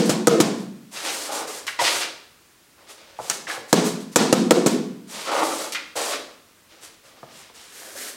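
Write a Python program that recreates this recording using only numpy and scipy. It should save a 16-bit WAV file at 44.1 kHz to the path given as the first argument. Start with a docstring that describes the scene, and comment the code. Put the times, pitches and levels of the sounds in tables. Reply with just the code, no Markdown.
"""Punches on a padded dummy

Runs of punches on a wall-mounted padded training dummy in a small, bare room with a laminate floor.
Each fist is a noise slap on the vinyl over damped ringing of pad and board; decaying noise and sines boom after it.
Shoes tap, slide and squeak, clothes swish, and a hand smacks and rubs the dummy's arm: filtered noise and a chirp.
A mono camera microphone overloads on the hardest blows, over a quiet noise tone; both channels are the same."""
import sys
import numpy as np
from scipy import signal
from scipy.fft import rfft, irfft, next_fast_len
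from scipy.io import wavfile
from scipy.ndimage import uniform_filter1d

SR = 44100
rng = np.random.default_rng(int(sys.argv[2]) if len(sys.argv) > 2 else 0)


def wrap_up_sound(samples):
    """Save the sound to the file named by the first command line argument, as 16-bit audio."""
    columns = np.atleast_2d(samples).T
    # keep every value between -1 and 1, then stretch to whole-number steps
    tamed = np.clip(columns, -1, 1)
    steps = np.round(tamed * 32767).astype(np.int16)
    wavfile.write(sys.argv[1], SR, steps)


N = 359856
LEAD = SR // 4  # samples before the start, whose sound rings on into it
TIME = np.arange(-LEAD, N) / SR  # scene clock [s]
AGE = np.arange(SR // 5) / SR  # time since a contact began [s]


# punches on the pad: (time [s], pad level [dB], board level [dB], slap level [dB], slap decay [s],
# cover crinkle level [dB], tuning [ratio], room level [dB])
PUNCHES = [(-.06, -1.5, -9, -5.5, 0.003, -11, 1.12, 0.5), (.094, -6.5, -13, -16.5, 0.024, -25.5, 0.82, -1),
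           (0.2713, -13.5, -4.5, -4.5, 0.0019, -19.5, 0.99, 2),
           (0.4018, -5, -11.5, -11.5, 0.012, -18.5, 0.78, 1),
           (3.7286, -3.5, -8.5, -5, 0.0042, -44.5, 0.943, 1),
           (4.1593, -6.5, -11, -4.5, 0.0045, -16, 0.97, 3.5), (4.327, -2, -8, -7, 0.0044, -37, 1, 0.5),
           (4.5083, -7, -3.5, -5, 0.0036, -26, 0.966, -0.5), (4.6613, -5, -11, -16, 0.02, -19.5, 0.91, 0)]
# damped modes of the foam pad: (frequency [Hz], level [dB], t60 [s])
PAD_MODES = [(189.3, -4.5, 0.04), (265, -3, 0.034), (432, -4.5, 0.046)]
# damped modes of the backing board: (frequency [Hz], level [dB], t60 [s])
BACKBOARD_MODES = [(405, -2, 0.025), (492, 2, 0.026), (684, -8.5, 0.019), (870, -19.5, 0.0095),
                   (1278, -8, 0.027), (1610, -24.5, 0.014)]
# spectrum of skin on vinyl: (frequency [Hz], level [dB])
SLAP_SPECTRUM = [(50, -42), (200, -6.5), (600, 12), (1500, 2.5), (3000, -0.5), (4500, 0.5), (8000, 1.5),
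                 (11000, -8.5), (16000, -19)]


def punches(bottoming_s=0.00399, rebound_s=0.0102, rebound_db=-2, thump_room_db=-1.0, slap_room_db=2):
    """Knuckles slap the cover, vinyl crinkles as the fist sinks, foam bottoms out and the board knocks back."""
    out = np.zeros(len(TIME))
    click = unit(colour(signal.unit_impulse(len(AGE), idx=64), SLAP_SPECTRUM))
    for s, pad_db, board_db, slap_db, slap_decay, crinkle_db, tuning, room_db in PUNCHES:
        # the board hits the wall a second time, never quite alike
        rebound_tuning = tuning * (1 + 0.093 * rng.standard_normal())
        board = ring(BACKBOARD_MODES, tuning, bottoming_s)
        board = board + undb(rebound_db) * ring(BACKBOARD_MODES, rebound_tuning, rebound_s)
        thump = undb(pad_db) * ring(PAD_MODES, tuning, 0) + undb(board_db) * board

        skin = unit(colour(rng.standard_normal(len(AGE)), SLAP_SPECTRUM)) * np.exp(-AGE / slap_decay)
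        # the crinkle swells and fades around 9 ms after contact
        sinking = np.exp(-((AGE - 0.009) / 0.0037) ** 2)
        crinkle = unit(resonate(rng.standard_normal(len(AGE)), 6600, 1600)) * sinking
        cover = undb(slap_db) * thin(skin, hz=132) + undb(crinkle_db) * crinkle

        # summed over all directions, the cover's sound reaches the walls as one smooth click
        spread = click * np.std(cover)
        to_room = undb(thump_room_db) * thump + undb(slap_room_db) * spread
        add(out, s, bounces(thump + cover))
        add(out, s, undb(room_db) * room(to_room))
    return out


def ring(modes, tuning, delay):
    """Damped modes of a struck part, starting after a delay, with the bass thinned."""
    t = np.maximum(AGE - delay, 0)
    modal_sum = sum(undb(db - 60 * t / t60) * np.sin(2 * np.pi * hz * tuning * t) for hz, db, t60 in modes)
    return thin(modal_sum, hz=146, order=5)


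def thin(x, hz, order=3):
    """A small surface radiates little bass: a high-pass filter."""
    return signal.sosfilt(signal.butter(order, hz, "high", fs=SR, output="sos"), x)


CATCH_S = 3.2988


def catch(snap_db=-9, snap_hz=6500, width_hz=2800, decay=0.0029, knock_db=-22, room_db=-1):
    """An open hand smacks an arm of the dummy: a bright snap over a dull knock."""
    out = np.zeros(len(TIME))
    snap = undb(snap_db) * resonate(burst(snap_hz, width_hz, decay), snap_hz, 2 * width_hz)
    knock = undb(knock_db) * burst(1070, 2100, 0.018)
    # the room hears the snap as one smooth click of equal strength
    click = resonate(signal.unit_impulse(len(AGE)), snap_hz, width_hz)
    click = resonate(click, snap_hz, 2 * width_hz)
    to_room = unit(click) * np.std(snap) + knock
    add(out, CATCH_S, bounces(snap + knock))
    add(out, CATCH_S, undb(room_db) * room(to_room, standing_db=-71))
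    return out


# shoes landing on the floor: (time [s], tap level [dB], centre [Hz], width [Hz], decay [s], floor thud level [dB])
STEPS = [(1.667, -27.5, 2850, 8400, 0.04, -60), (1.679, -22.5, 1710, 1580, .019, -59),
         (1.791, -27, 930, 900, 0.015, -57), (1.814, -16.5, 660, 300, 0.017, -42),
         (3.189, -19, 603, 380, 0.012, -40), (3.469, -25.5, 1680, 700, 0.014, -57),
         (3.498, -23, 1660, 800, 0.023, -73), (3.576, -24.5, 600, 350, .008, -50),
         (5.722, -24.5, 3900, 9150, 0.022, -58), (5.748, -20.5, 2060, 2090, 0.026, -60),
         (5.955, -25.5, 590, 341, 0.074, -46), (7.23, -28, 543, 500, 0.007, -47.5),
         (7.499, -42.5, 600, 400, 0.007, -70), (7.953, -35, 527, 250, 0.014, -64)]


def steps(thud_hz=115, thud_width_hz=90, thud_decay=0.029):
    """Heel or toe taps the laminate, with a soft thud of the floor beneath."""
    out = np.zeros(len(TIME))
    for s, tap_db, hz, width_hz, decay, thud_db in STEPS:
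        tap = resonate(burst(hz, width_hz, decay), hz, 2 * width_hz)
        # the rubber sole rounds the attack
        tap = resonate(tap, hz, 3 * width_hz)
        thud = resonate(burst(thud_hz, thud_width_hz, thud_decay), thud_hz, thud_width_hz)
        add(out, s, undb(tap_db) * tap + undb(thud_db) * thud)
    return out


def burst(hz, width_hz, decay):
    """A short contact noise that dies away in one resonance."""
    noise = resonate(rng.standard_normal(len(AGE)), hz, width_hz)
    return unit(noise) * np.exp(-AGE / decay)


SQUEAK_S = 1.800


def squeak(db=-17, pitch_hz=985, half_s=0.0079, octave_db=-5.0, waver=0.037):
    """A rubber sole catches on the laminate: a brief chirp of wavering pitch with its octave."""
    phase = 2 * np.pi * np.cumsum(pitch_hz * (1 + waver * walk(400))) / SR
    swell = np.exp(-((TIME - SQUEAK_S) / half_s) ** 4)
    return undb(db) * swell * (np.sin(phase) + undb(octave_db) * np.sin(2 * phase))


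PRESSURE_DB = 0.2  # wander of the foot's weight
SLIDE_RELEASE_S, SWISH_RELEASE_S = 0.025, 0.04
# shoes sliding over the floor: (time [s], speeding up [s], gliding [s], sole rubbing level [dB],
# grit scraping level [dB])
SLIDES = [(.92, 0.057, .06, -54, -36), (1.011, 0.063, 0.024, -32.5, -28.5), (1.26, 0.049, 0.026, -31, -44),
          (1.35, 0.015, 0.068, -30.5, -46.5), (1.49, 0.01, 0.008, -36, -45),
          (1.787, 0.0061, 0.035, -33, -29), (1.826, .018, 0.043, -46, -20),
          (1.88, 0.024, 0.059, -35.5, -29.5), (2.0, 0.019, 0.026, -54, -27.5),
          (2.77, 0.022, 0.052, -54, -57.5), (2.85, .045, 0.014, -49.5, -48),
          (2.95, 0.036, 0.39, -55.5, -52.5), (3.465, 0.023, 0.047, -34.5, -35),
          (5.1, 0.067, 0.096, -41.5, -36.5), (5.245, 0.037, 0.03, -28, -33),
          (5.31, 0.0093, 0.082, -23.5, -32), (5.405, .018, 0.013, -26, -43),
          (5.475, 0.028, 0.026, -29.5, -53), (5.57, 0.045, 0.064, -37, -47), (5.951, 0.034, 0.17, -33, -34),
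          (6.107, 0.027, 0.0036, -31, -29), (6.68, 0.036, 0.23, -59.5, -55),
          (7.02, 0.037, 0.24, -55, -56.5), (7.279, 0.017, 0.2, -60, -51), (7.53, 0.025, 0.29, -77, -52),
          (7.79, .04, 0.096, -49, -65), (7.94, 0.018, 0.013, -50, -58)]
# floorboard resonances rubbed by the sole: (frequency [Hz], width [Hz], level [dB])
FLOORBOARDS = [(329.5, 38, -4), (596, 193, 3.5), (802, 377, 6), (1114, 295, 2), (1775, 550, -5.5)]
# spectrum of grit under the sole: (frequency [Hz], level [dB])
GRIT_SPECTRUM = [(200, -34), (450, -3.5), (1200, 2), (1900, 5), (3200, 5), (5000, 3), (9000, -9.5),
                 (16000, -39)]


def slides(rub_rough_db=2.5, grit_rough_db=2.0):
    """Soles drag over the boards, stirring their resonances, and grit scrapes under them."""
    rub = strokes([(s, rise, hold, db) for s, rise, hold, db, _ in SLIDES], SLIDE_RELEASE_S)
    scrape = strokes([(s, rise, hold, db) for s, rise, hold, _, db in SLIDES], SLIDE_RELEASE_S)

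    # as the shoe travels, the same rubbing power favours now one resonance of the floor, now another
    shares = np.array([undb(db + 3.5 * walk(22)) for _, _, db in FLOORBOARDS])
    shares = shares / np.linalg.norm(shares, axis=0)
    slips = friction(rub_rough_db)
    sole = 0
    for share, (hz, width_hz, _) in zip(shares, FLOORBOARDS):
        board = resonate(resonate(slips, hz, width_hz), hz, 2 * width_hz)
        sole = sole + share * unit(board)

    grit = unit(colour(friction(grit_rough_db), GRIT_SPECTRUM))
    # the weight on the foot is never steady
    pressure = undb(PRESSURE_DB * walk(30))
    return pressure * (rub * sole + scrape * grit)


# trouser legs and sleeves swinging: (time [s], speeding up [s], gliding [s], level [dB])
SWISHES = [(.045, 0.017, .005, -31.5), (.51, 0.09, 0.023, -50), (0.898, 0.056, 0.081, -38),
           (1.02, 0.039, 0.21, -31), (1.305, 0.023, 0.07, -31), (1.468, 0.0083, 0.11, -35),
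           (1.788, 0.029, 0.11, -26), (1.92, 0.039, 0.045, -28.5), (2.87, 0.041, .004, -43.5),
           (3.16, 0.1, 0.044, -40), (3.25, 0.079, .02, -35), (3.465, .035, 0.05, -37),
           (3.67, 0.033, .01, -43), (3.83, 0.031, 0.0093, -27.5), (3.99, 0.022, .005, -46),
           (4.11, 0.02, .005, -44.5), (4.695, 0.016, .005, -34), (5.059, 0.064, 0.16, -38),
           (5.304, 0.018, 0.13, -34), (5.42, 0.021, 0.22, -31.5), (5.951, 0.015, 0.15, -29),
           (6.8, 0.045, .003, -42), (7.02, 0.047, .02, -55), (7.28, 0.11, 0.027, -47.5),
           (7.53, 0.027, 0.2, -49)]
# spectrum of brushing cloth: (frequency [Hz], level [dB])
CLOTH_SPECTRUM = [(150, -27), (320, 0.5), (1000, 1.5), (2500, -2), (4500, 0), (8200, 1), (11000, -5),
                  (14000, -13.5), (16000, -18)]


def clothes(rough_db=0.92):
    """Cloth brushes on cloth with every swing of a leg or an arm."""
    return strokes(SWISHES, SWISH_RELEASE_S) * unit(colour(friction(rough_db), CLOTH_SPECTRUM))


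# a palm sliding along a padded arm of the dummy: (time [s], speeding up [s], gliding [s], level [dB])
ARM_RUBS = [(7.67, .12, 0.29, -42.5), (7.935, 0.051, 0.11, -34.5)]
# spectrum of skin rubbing on the arm's cover: (frequency [Hz], level [dB])
ARM_COVER_SPECTRUM = [(120, -28), (250, -2), (600, 0.5), (950, -6), (1700, 4), (2600, -2.5), (5000, 0),
                      (8500, 0.5), (12000, -3.5), (16000, -14)]


def arm_rub(rough_db=0.9):
    """The hand follows the arm of the dummy with a fine, bright hiss."""
    return strokes(ARM_RUBS, SWISH_RELEASE_S) * unit(colour(friction(rough_db), ARM_COVER_SPECTRUM))


def friction(rough_db):
    """Dense micro-slips: noise whose strength comes and goes."""
    return rng.standard_normal(len(TIME)) * undb(rough_db * (walk(400) + 0.7 * walk(45)))


SAG_DB_PER_S = 8.5  # every stroke slows a little as it glides


def strokes(rows, release, size=32):
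    """Gain of strokes that gather speed, sag while gliding and die away; overlaps add in power."""
    t, power = TIME[::size], 0  # one gain value every few samples, joined by lines
    for s, rise, hold, db in rows:
        age = np.maximum(t - s, 0)
        attack = np.sin(np.pi / 2 * np.minimum(age / rise, 1)) ** 2
        glide = undb(db - SAG_DB_PER_S * np.maximum(age - rise, 0))
        stop = np.exp(-np.maximum(age - rise - hold, 0) / release)
        power = power + (attack * glide * stop) ** 2
    return np.interp(TIME, t, np.sqrt(power))


# first bounces off the floor and the near walls: (delay [s], level [dB])
BOUNCES = [(.0021, -27.5), (.0074, -16), (0.0128, -13)]


def bounces(x):
    """The direct sound and its first reflections, as delayed copies."""
    t = np.arange(len(x)) / SR
    out = x
    for delay, db in BOUNCES:
        whole_delay = round(delay * SR) / SR
        out = out + undb(db) * np.interp(t - whole_delay, t, x, left=0)
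    return out


# the room's diffuse ring: (band centre [Hz], level [dB], t60 [s], build-up [s])
DIFFUSE_BANDS = [(60, -20.5, 0.32, .02), (120, -13.5, 0.94, .02), (163.3, 4.5, 1, 0.017),
                 (245, 4, 0.94, 0.025), (324, 5, 0.59, 0.059), (403, 6, 0.59, 0.032),
                 (662, -1, 0.59, 0.037), (1800, -3.5, 0.62, 0.023), (4150, -1.5, 0.57, 0.024),
                 (7500, -5, 0.5, 0.041), (15000, -6, 0.36, 0.015)]
# standing waves between the walls: (frequency [Hz], t60 [s])
STANDING_WAVES = [(189.5, .95), (219, 1.0), (260.3, .8), (348, .75), (364, .65), (420, .65), (493, .6)]
# strength of each standing wave, in the same order: (level [dB])
STANDING_LEVELS = [-0.5, 0, 8, -2, 4.5, 5, -13]


def room(x, diffuse_db=-34, standing_db=-57, boom_build_s=0.069):
    """Bare walls: a diffuse noise tail, each band with its own fade, and slowly building standing waves."""
    t = np.arange(SR) / SR
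    log_f = np.log(np.maximum(np.fft.rfftfreq(len(t), 1 / SR), 1))
    noise = rfft(rng.standard_normal(len(t)))
    log_centres = np.log(np.array(DIFFUSE_BANDS)[:, 0])
    tail = 0
    # each row of the identity matrix picks one band, cross-faded into its neighbours
    for pick, (_, db, t60, build) in zip(np.eye(len(DIFFUSE_BANDS)), DIFFUSE_BANDS):
        band = irfft(noise * np.interp(log_f, log_centres, pick), len(t))
        tail = tail + band * undb(db - 60 * t / t60) * (1 - np.exp(-(t / build) ** 2))
    boom = 0
    for (hz, t60), db in zip(STANDING_WAVES, STANDING_LEVELS):
        boom = boom + np.sin(2 * np.pi * hz * t) * undb(db - 60 * t / t60)
    boom = boom * (1 - np.exp(-(t / boom_build_s) ** 2))
    return signal.fftconvolve(x, undb(diffuse_db) * tail + undb(standing_db) * boom)


def moving_room(x, count=4, turns_hz=10):
    """A moving body keeps changing its paths to the walls, and barely stirs the standing waves."""
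    out = 0
    # the sound is handed round a few different room tails
    for k in range(count):
        share = np.maximum(np.cos(2 * np.pi * (turns_hz * TIME - k / count)), 0)
        out = out + room(share * x, standing_db=-77)[:len(x)]
    return out


# spectrum of the quiet room tone: (frequency [Hz], level [dB])
TONE_SPECTRUM = [(18, -46), (30, -7), (59, -10), (90, -3), (124, -7), (336, -5), (760, -12), (1100, -8.5),
                 (8740, -15.5), (14400, -20), (16000, -18.5)]


def room_tone(db=-55.5):
    """Steady, quiet coloured noise behind everything."""
    return undb(db) * unit(colour(rng.standard_normal(len(TIME)), TONE_SPECTRUM))


def undb(db):
    """Decibels to gain."""
    return 10 ** (np.asarray(db) / 20)


def unit(x):
    """Scale to rms 1."""
    return x / np.sqrt(np.mean(x ** 2))


def colour(x, points):
    """Filter by a spectrum of (frequency [Hz], level [dB]) points, joined on a log frequency axis."""
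    hz, db = np.transpose(points)
    size = next_fast_len(len(x))
    f = np.maximum(np.fft.rfftfreq(size, 1 / SR), 1)
    gain = undb(np.interp(np.log(f), np.log(hz), db))
    return irfft(rfft(x, size) * gain, size)[:len(x)]


def resonate(x, hz, width_hz):
    """One resonance, gain 1 at its centre."""
    b, a = signal.iirpeak(min(hz, 0.45 * SR), hz / min(width_hz, SR / 4), SR)
    return signal.lfilter(b, a, x)


def walk(rate):
    """Random wander: straight lines between normal random knots, rate knots a second."""
    knots = np.arange(TIME[0], TIME[-1] + 1, 1 / rate)
    return np.interp(TIME, knots, rng.standard_normal(len(knots)))


def add(track, s, sound):
    """Mix a sound into a track at time s."""
    i = max(LEAD + int(s * SR), 0)
    part = sound[:max(len(track) - i, 0)]
    track[i:i + len(part)] += part


def scene(body_room_db=-0.5):
    """Blows and footwork in the room, the same in both channels."""
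    blows = punches() + catch()
    body = steps() + squeak() + slides() + clothes() + arm_rub()
    body_in_room = bounces(body) + undb(body_room_db) * moving_room(body)
    mono = blows + body_in_room + room_tone()
    return np.tile(mono[LEAD:], (2, 1))


TOP_HZ = 15900


def record(dry):
    """The microphone flattens the hardest peaks; the top is cut."""
    clipped = dry / (1 + dry ** 6) ** (1 / 6)
    return signal.sosfilt(signal.ellip(8, 0.2, 70, TOP_HZ, fs=SR, output="sos"), clipped)


dry = scene()
out = record(dry)
wrap_up_sound(out)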